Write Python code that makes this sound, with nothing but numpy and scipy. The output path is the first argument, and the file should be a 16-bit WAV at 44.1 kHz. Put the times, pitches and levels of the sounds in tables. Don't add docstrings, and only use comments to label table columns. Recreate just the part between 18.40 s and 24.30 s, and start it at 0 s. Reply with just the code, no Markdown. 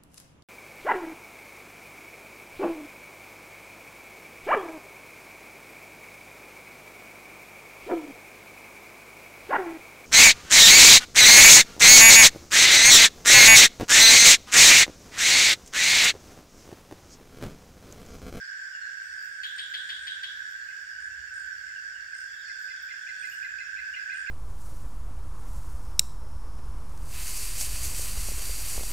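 import sys
import numpy as np
from scipy import signal
from scipy.fft import rfft, irfft, next_fast_len
from scipy.io import wavfile

SR = 44100
rng = np.random.default_rng(int(sys.argv[2]) if len(sys.argv) > 2 else 0)


def wav_out(sig):
    wavfile.write(sys.argv[1], SR, np.round(np.clip(np.atleast_2d(sig).T, -1, 1) * 32767).astype(np.int16))


N = 260190
TIME = np.arange(N) / SR


def from_db(db):
    return 10 ** (np.asarray(db) / 20)


def rms_one(x):
    return x / np.sqrt(np.mean(x ** 2) + 1e-20)


def pan(db):
    return rms_one(from_db([[db / 2], [-db / 2]]))


def from_side(x, pan_db, lag_s):
    return pan(pan_db) * np.array([np.interp(TIME - lag_s, TIME, x), x])


def add(track, start_s, sound):
    start = max(round(start_s * SR), 0)
    track[start:start + len(sound)] += sound[:max(N - start, 0)]


def swell(curve):
    return from_db(np.interp(TIME, *np.transpose(curve)))


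def drift(per_s, size=N):
    knots = rng.standard_normal(size // 10 + 2)
    return np.interp(TIME[:size] * per_s, np.arange(len(knots)), knots)


def coloured(x, spectrum):
    hz, db = np.transpose(spectrum)
    size = next_fast_len(x.shape[-1])
    bin_hz = np.maximum(np.arange(size // 2 + 1) * SR / size, 1)
    gain = from_db(np.interp(np.log(bin_hz), np.log(hz), db, left=-120, right=-120))
    return irfft(rfft(x, size) * gain, size)[..., :x.shape[-1]]


def diffuse(spectrum):
    return rms_one(coloured(rng.standard_normal((2, N)), spectrum))


def tone(hz):
    return np.sqrt(2) * np.sin(2 * np.pi * np.cumsum(hz) / SR)


def echoes(x, t60_s, build_s):
    t = TIME[:SR]
    envelope = from_db(-60 * t / t60_s) * (1 - np.exp(-(t / build_s) ** 2))
    response = rms_one(rng.standard_normal((2, SR)) * envelope) / np.sqrt(SR)
    return signal.fftconvolve(x[None], response, axes=1)[:, :N]


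def strokes(cycles, hz, fall, duty):
    closing = np.minimum(cycles % 1 / duty, 1)
    return rms_one(np.sin(np.pi * closing) * tone(hz * (1 + fall * (.5 - closing))))


def chirps(runs, hz, fall, per_s, pan_db, echo_db, scratch=.013, uneven_db=4):
    song = np.zeros(N)
    for start_s, length_s, db in runs:
        size = round(length_s * SR)
        pace, teeth, force = [drift(rate, size=2 * SR)[:size] for rate in (40, 1500, 35)]
        cycles = np.cumsum(per_s * (1 + .06 * pace)) / SR
        pitch_hz = hz * (1 + scratch * teeth + .6 * fall ** 2 * pace)
        run = from_db(db + uneven_db * force) * strokes(cycles, pitch_hz, fall, duty=.68)
        add(song, start_s, run * signal.windows.tukey(size, .1))
    return pan(pan_db) * song + from_db(echo_db) * echoes(song, t60_s=.34, build_s=.009)


def whistle(length_s, start_hz, end_hz, hoarse=.029, overtone=0):
    progress = np.linspace(0, 1, round(length_s * SR))
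    jitter = 1 + hoarse * drift(900, size=SR)[:len(progress)]
    hz = (start_hz + (end_hz - start_hz) * progress) * jitter
    return np.sin(np.pi * progress) * (tone(hz) + overtone * tone(2 * hz))


# frequency_hz, gain_db
RUMBLE_SPECTRUM = [(20, -32.5), (35, -12.5), (48, -7.5), (62, 1.5), (80, -3), (120, -11.5), (200, -22.5),
                   (400, -32), (900, -65)]
# time_s, level_db
RUMBLE_SWELL = [(0, -74.5), (1.6, -70), (2.36, -73.5), (2.81, -65.5), (3.6, -72), (4.2, -74.5), (5.3, -70),
                (5.9, -71)]


def rumble():
    noise = rms_one(coloured(rng.standard_normal(N), RUMBLE_SPECTRUM))
    return swell(RUMBLE_SWELL) * pan(-5.5) * noise


# frequency_hz, gain_db
WATER_SPECTRUM = [(40, -9), (120, 10.5), (250, 6), (500, 0.5), (900, -1), (4000, -12.5), (10000, -37)]
HISS_SPECTRUM = [(8000, -19), (10300, -15.5), (11500, -7.5), (12700, -8), (14000, -1), (16000, -2)]


def stream_and_hiss(water_db=-78, hiss_db=-73):
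    for peak_s, half_length_s, rise_db in (1.55, .51, 5.2), (4.88, .16, 6.3):
        water_db = water_db + rise_db * np.exp(-((TIME - peak_s) / half_length_s) ** 2)
    water = from_db(water_db) * pan(-2) * diffuse(WATER_SPECTRUM)
    return water + from_db(hiss_db) * diffuse(HISS_SPECTRUM)


# frequency_hz, gain_db
CHORUS_SPECTRUM = [(3200, -24), (4000, -15.5), (4400, -4), (5000, -3), (5900, 0), (6400, -15), (7050, -4.5),
                   (7500, -11), (8100, -6), (8800, -14), (9300, -28.5), (10500, -37.5)]


def cricket_chorus(level_db=-57):
    return from_db(level_db + 1.3 * drift(10)) * pan(-2.5) * diffuse(CHORUS_SPECTRUM)


# rate_per_s, pitch_hz, spread_fraction, fall_fraction, length_s, level_db
PIP_KINDS = [(50, 4950, 0.0599, 0.166, 0.0222, -65.5), (18.1, 2740, .04, 0.064, .03, -67.5)]


def pips(uneven_db=3, echo_db=6):
    calls = np.zeros(N)
    for per_s, hz, spread, fall, length_s, db in PIP_KINDS:
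        draws = rng.standard_normal((300, 3))
        starts = np.cumsum(np.exp(.5 * draws[:, 0])) / per_s
        progress = np.linspace(0, 1, round(length_s * SR))
        for start_s, (_, detune, force) in zip(starts[starts < N / SR], draws):
            pitch_hz = hz * (1 + spread * detune) * (1 + fall * (.5 - progress))
            envelope = from_db(db + uneven_db * force) * np.sin(np.pi * progress)
            add(calls, start_s, envelope * tone(pitch_hz))
    return pan(-4.5) * (calls + from_db(echo_db) * echoes(calls, t60_s=.36, build_s=.0075))


# pitch_hz, fall_fraction, strokes_per_s, level_db, pan_db
TRILLERS = [(6970, .06, 44, -65.5, 3), (7080, .04, 51, -66, -9)]


def trills(unsteady=.091, echo_db=-2, swell_db=2.5):
    out = 0
    for hz, fall, per_s, db, pan_db in TRILLERS:
        cycles = np.cumsum(per_s * (1 + unsteady * drift(20))) / SR
        song = strokes(cycles, hz * (1 + .0049 * drift(40)), fall, duty=.66)
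        song *= from_db(swell_db * (drift(30) + drift(2.85)))
        heard = song + from_db(echo_db) * echoes(song, t60_s=.96, build_s=.0045)
        out = out + from_db(db) * pan(pan_db) * rms_one(heard)
    return out


def periodic_insects():
    whines = [(s, .3, -81.5) for s in np.arange(.54, N / SR, .803)]  # start_s, length_s, level_db
    bouts = [(s, .43, -71) for s in np.arange(.12, N / SR, .93)]
    whine = chirps(whines, hz=13870, fall=.006, per_s=100, pan_db=0, echo_db=-3,
                   scratch=.004, uneven_db=2)
    trill = chirps(bouts, hz=7240, fall=.0058, per_s=89, pan_db=-14.5, echo_db=1.5,
                   scratch=.004, uneven_db=3)
    return whine + trill


# start_s, length_s, level_db
STEEP_SWEEPS = [(0, 0.11, -61), (.23, .14, -62.5), (.78, 0.17, -64), (1.97, 0.68, -70), (3.18, 0.16, -78),
                (3.78, .11, -61.5), (4.01, 0.16, -57), (4.22, 0.32, -58.5)]
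FAST_BUZZES = [(.6, 0.94, -70.5), (1.36, 0.4, -63.5)]
FAR_TRILL = [(3.85, 1.0, -72)]
# start_s, level_db
CLEAR_FLICKS = [(0.458, -73), (.672, -66), (3.38, -64.5), (3.6, -63)]
LEFT_TICKS = [(1.157, -57), (2.597, -64.5), (2.935, -59), (3.743, -59), (4.79, -59), (4.92, -66),
              (5.737, -58)]
HIGH_LISPS = [(.798, -69), (1.036, -69), (1.27, -69), (4.19, -67), (4.418, -69)]


def solo_insects(flick_s=.1, tick_s=.077, lisp_s=.057):
    flicks = [(s, flick_s, db) for s, db in CLEAR_FLICKS]
    ticks = [(s, tick_s, db) for s, db in LEFT_TICKS]
    lisps = [(s, lisp_s, db) for s, db in HIGH_LISPS]
    return (chirps(STEEP_SWEEPS, hz=5090, fall=.27, per_s=31, pan_db=-20, echo_db=2, scratch=.01)
            + chirps(flicks, hz=4700, fall=.17, per_s=32, pan_db=-4, echo_db=0,
                     scratch=.0046, uneven_db=1.5)
            + chirps(ticks, hz=8430, fall=.109, per_s=53, pan_db=17, echo_db=-3, uneven_db=0)
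            + chirps(lisps, hz=14850, fall=.06, per_s=44, pan_db=5, echo_db=-1, scratch=.02)
            + chirps(FAST_BUZZES, hz=8310, fall=.068, per_s=150, pan_db=17, echo_db=.5)
            + chirps(FAR_TRILL, hz=3420, fall=.18, per_s=16, pan_db=-11, echo_db=11.5))


# frequency_hz, gain_db
DRONE_SPECTRUM = [(850, -68.5), (1100, -31.5), (1300, -20.5), (1430, -12), (1520, 5), (1630, 3), (1740, -5),
                  (1900, -12.5), (2200, -19.5), (2800, -27), (3500, -24.5), (4000, -36), (5000, -64)]
# pulses_per_s, relative_db, pan_db
NEAR_DRONERS = [(101.85, -7, -6), (95.0, -8, -4)]
# time_s, level_db
DRONE_SWELL = [(0, -36.5), (1.5, -37), (2.9, -38), (3.11, -36), (3.3, -38), (4.68, -37), (5.9, -34)]


def drone(body_hz=1580, width_hz=330, wander=.003032, far_db=-3):
    out = from_db(far_db) * pan(-4.5) * diffuse(DRONE_SPECTRUM)
    body = signal.iirpeak(body_hz, body_hz / width_hz, fs=SR)
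    radiation = signal.butter(3, [1490, 1830], "band", fs=SR, output="sos")
    for per_s, db, pan_db in NEAR_DRONERS:
        cycles = np.cumsum(per_s * (1 + wander * drift(25))) / SR
        pulses = np.diff(np.floor(cycles), prepend=0) * from_db(3.8 * drift(60))
        ringing = signal.lfilter(*body, signal.lfilter(*body, pulses))
        buzz = rms_one(signal.sosfilt(radiation, ringing))
        scattered = from_db(-6) * echoes(buzz, t60_s=.28, build_s=.011)
        heard = from_side(buzz, pan_db=0, lag_s=.00036) + scattered
        out = out + from_db(db) * pan(pan_db) * rms_one(heard)
    return swell(DRONE_SWELL) * out


# start_s, length_s, level_db
FALLING_PEEPS = [(0.324, 0.067, -60), (.466, 0.032, -68), (0.596, .06, -69), (3.348, 0.038, -56.5),
                 (3.529, 0.081, -59)]
# start_s, level_db
RISING_WHITS = [(4.913, -48.5), (5.532, -44.5), (5.745, -54)]
# start_s, length_s, start_hz, end_hz, level_db
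HIGH_SQUEAKS = [(1.845, 0.27, 11800, 12200, -80), (2.057, 0.099, 12200, 13700, -74),
                (4.85, 0.038, 12400, 12700, -68), (4.88, .05, 13600, 13400, -62),
                (4.916, 0.033, 13600, 10300, -64), (4.95, .16, 13600, 12400, -75)]


def small_animals(echo_db=1.5):
    calls = np.zeros(N)
    for start_s, length_s, db in FALLING_PEEPS:
        add(calls, start_s, from_db(db) * whistle(length_s, start_hz=3000, end_hz=2605))
    for start_s, db in RISING_WHITS:
        add(calls, start_s, from_db(db) * whistle(length_s=.018, start_hz=2620, end_hz=2980))
    for start_s, length_s, start_hz, end_hz, db in HIGH_SQUEAKS:
        add(calls, start_s, from_db(db) * whistle(length_s, start_hz, end_hz, hoarse=.022))
    return pan(-2.5) * (calls + from_db(echo_db) * echoes(calls, t60_s=.28, build_s=.004))


YELP_STARTS = [2.284, 3.263, 3.7235, 4.0777, 4.2838, 4.4868, 4.6686, 4.8258, 5.026, 5.1854, 5.3665, 5.5443,
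               5.6988, 5.8662]
# time_s, upper_note_db, lower_note_db
VOCAL_EFFORT = [(2.28, -55.5, -51), (3.7, -63, -52.5), (4.5, -49, -41), (4.85, -45, -40.5),
                (5.87, -42.5, -40.5)]


def yelps(lower_delay_s=.013, upper_echo_db=6, lower_echo_db=-7):
    upper, lower = np.zeros(N), np.zeros(N)
    time_s, upper_db, lower_db = np.transpose(VOCAL_EFFORT)
    for start_s in YELP_STARTS:
        glide = whistle(length_s=.01905, start_hz=2185, end_hz=2845, overtone=.17)
        note = whistle(length_s=.031, start_hz=2057, end_hz=2025, hoarse=.032, overtone=.13)
        add(upper, start_s - .005, from_db(np.interp(start_s, time_s, upper_db)) * glide)
        add(lower, start_s + lower_delay_s, from_db(np.interp(start_s, time_s, lower_db)) * note)
    ringing = signal.lfilter(*signal.iirpeak(2560, Q=9, fs=SR), upper)
    tails = from_db(upper_echo_db) * echoes(ringing, t60_s=.63, build_s=.0055)
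    tails += from_db(lower_echo_db) * echoes(lower, t60_s=.28, build_s=.025)
    return from_side(upper + lower, pan_db=-2.7, lag_s=-.00043) + pan(-3) * tails


# start_s, relative_db
SCOLDS = [(1.033, -27.5), (1.1826, -27), (1.3374, -25.5), (1.491, -26.5), (1.6682, -27), (1.8313, -27.5)]
# frequency_hz, gain_db
RASP_SPECTRUM = [(500, -69), (1100, -15), (1900, -3), (2400, -11.5), (2700, -6), (3450, -0.5), (4300, -6),
                 (5100, -17.5), (6400, -23.5), (9200, -31.5), (10000, -23.5), (10800, -25.5),
                 (11600, -32.5), (12300, -37)]


def rasps(rise_s=.00091, hold_s=.025, trail_s=.033, gain_db=-8, trail_db=-5, alike=.88):
    t = TIME[:SR // 4]
    burst_envelope = (1 - np.exp(-t / rise_s)) * np.exp(-(t / hold_s) ** 3)
    trail_envelope = from_db(trail_db) * (t / trail_s * np.exp(1 - t / trail_s)) ** 4
    bursts, trails = np.zeros(N), np.zeros(N)
    shared_grain = rng.standard_normal(len(t))
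    for start_s, db in SCOLDS:
        grain = np.sqrt(alike) * shared_grain + np.sqrt(1 - alike) * rng.standard_normal(len(t))
        voice = from_db(db + gain_db) * rms_one(coloured(grain, RASP_SPECTRUM))
        add(bursts, start_s, voice * burst_envelope)
        add(trails, start_s, voice * trail_envelope)
    throat = signal.butter(2, [2925, 3875], "band", fs=SR)
    call = bursts + signal.lfilter(*throat, trails)
    near_echoes = from_db(-3) * echoes(signal.lfilter(*throat, call), t60_s=.24, build_s=.029)
    far_echoes = from_db(-4) * echoes(call, t60_s=1.1, build_s=.0066)
    return from_side(call, pan_db=2.3, lag_s=-.0004205) + near_echoes + far_echoes


def scene():
    insects = cricket_chorus() + drone() + trills() + solo_insects() + periodic_insects() + pips()
    return insects + rasps() + yelps() + small_animals() + rumble() + stream_and_hiss()


def record(dry, cutoff_hz=15800):
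    return signal.sosfilt(signal.ellip(12, .1, 80, cutoff_hz, fs=SR, output="sos"), dry)


dry = scene()
out = record(dry)
wav_out(out)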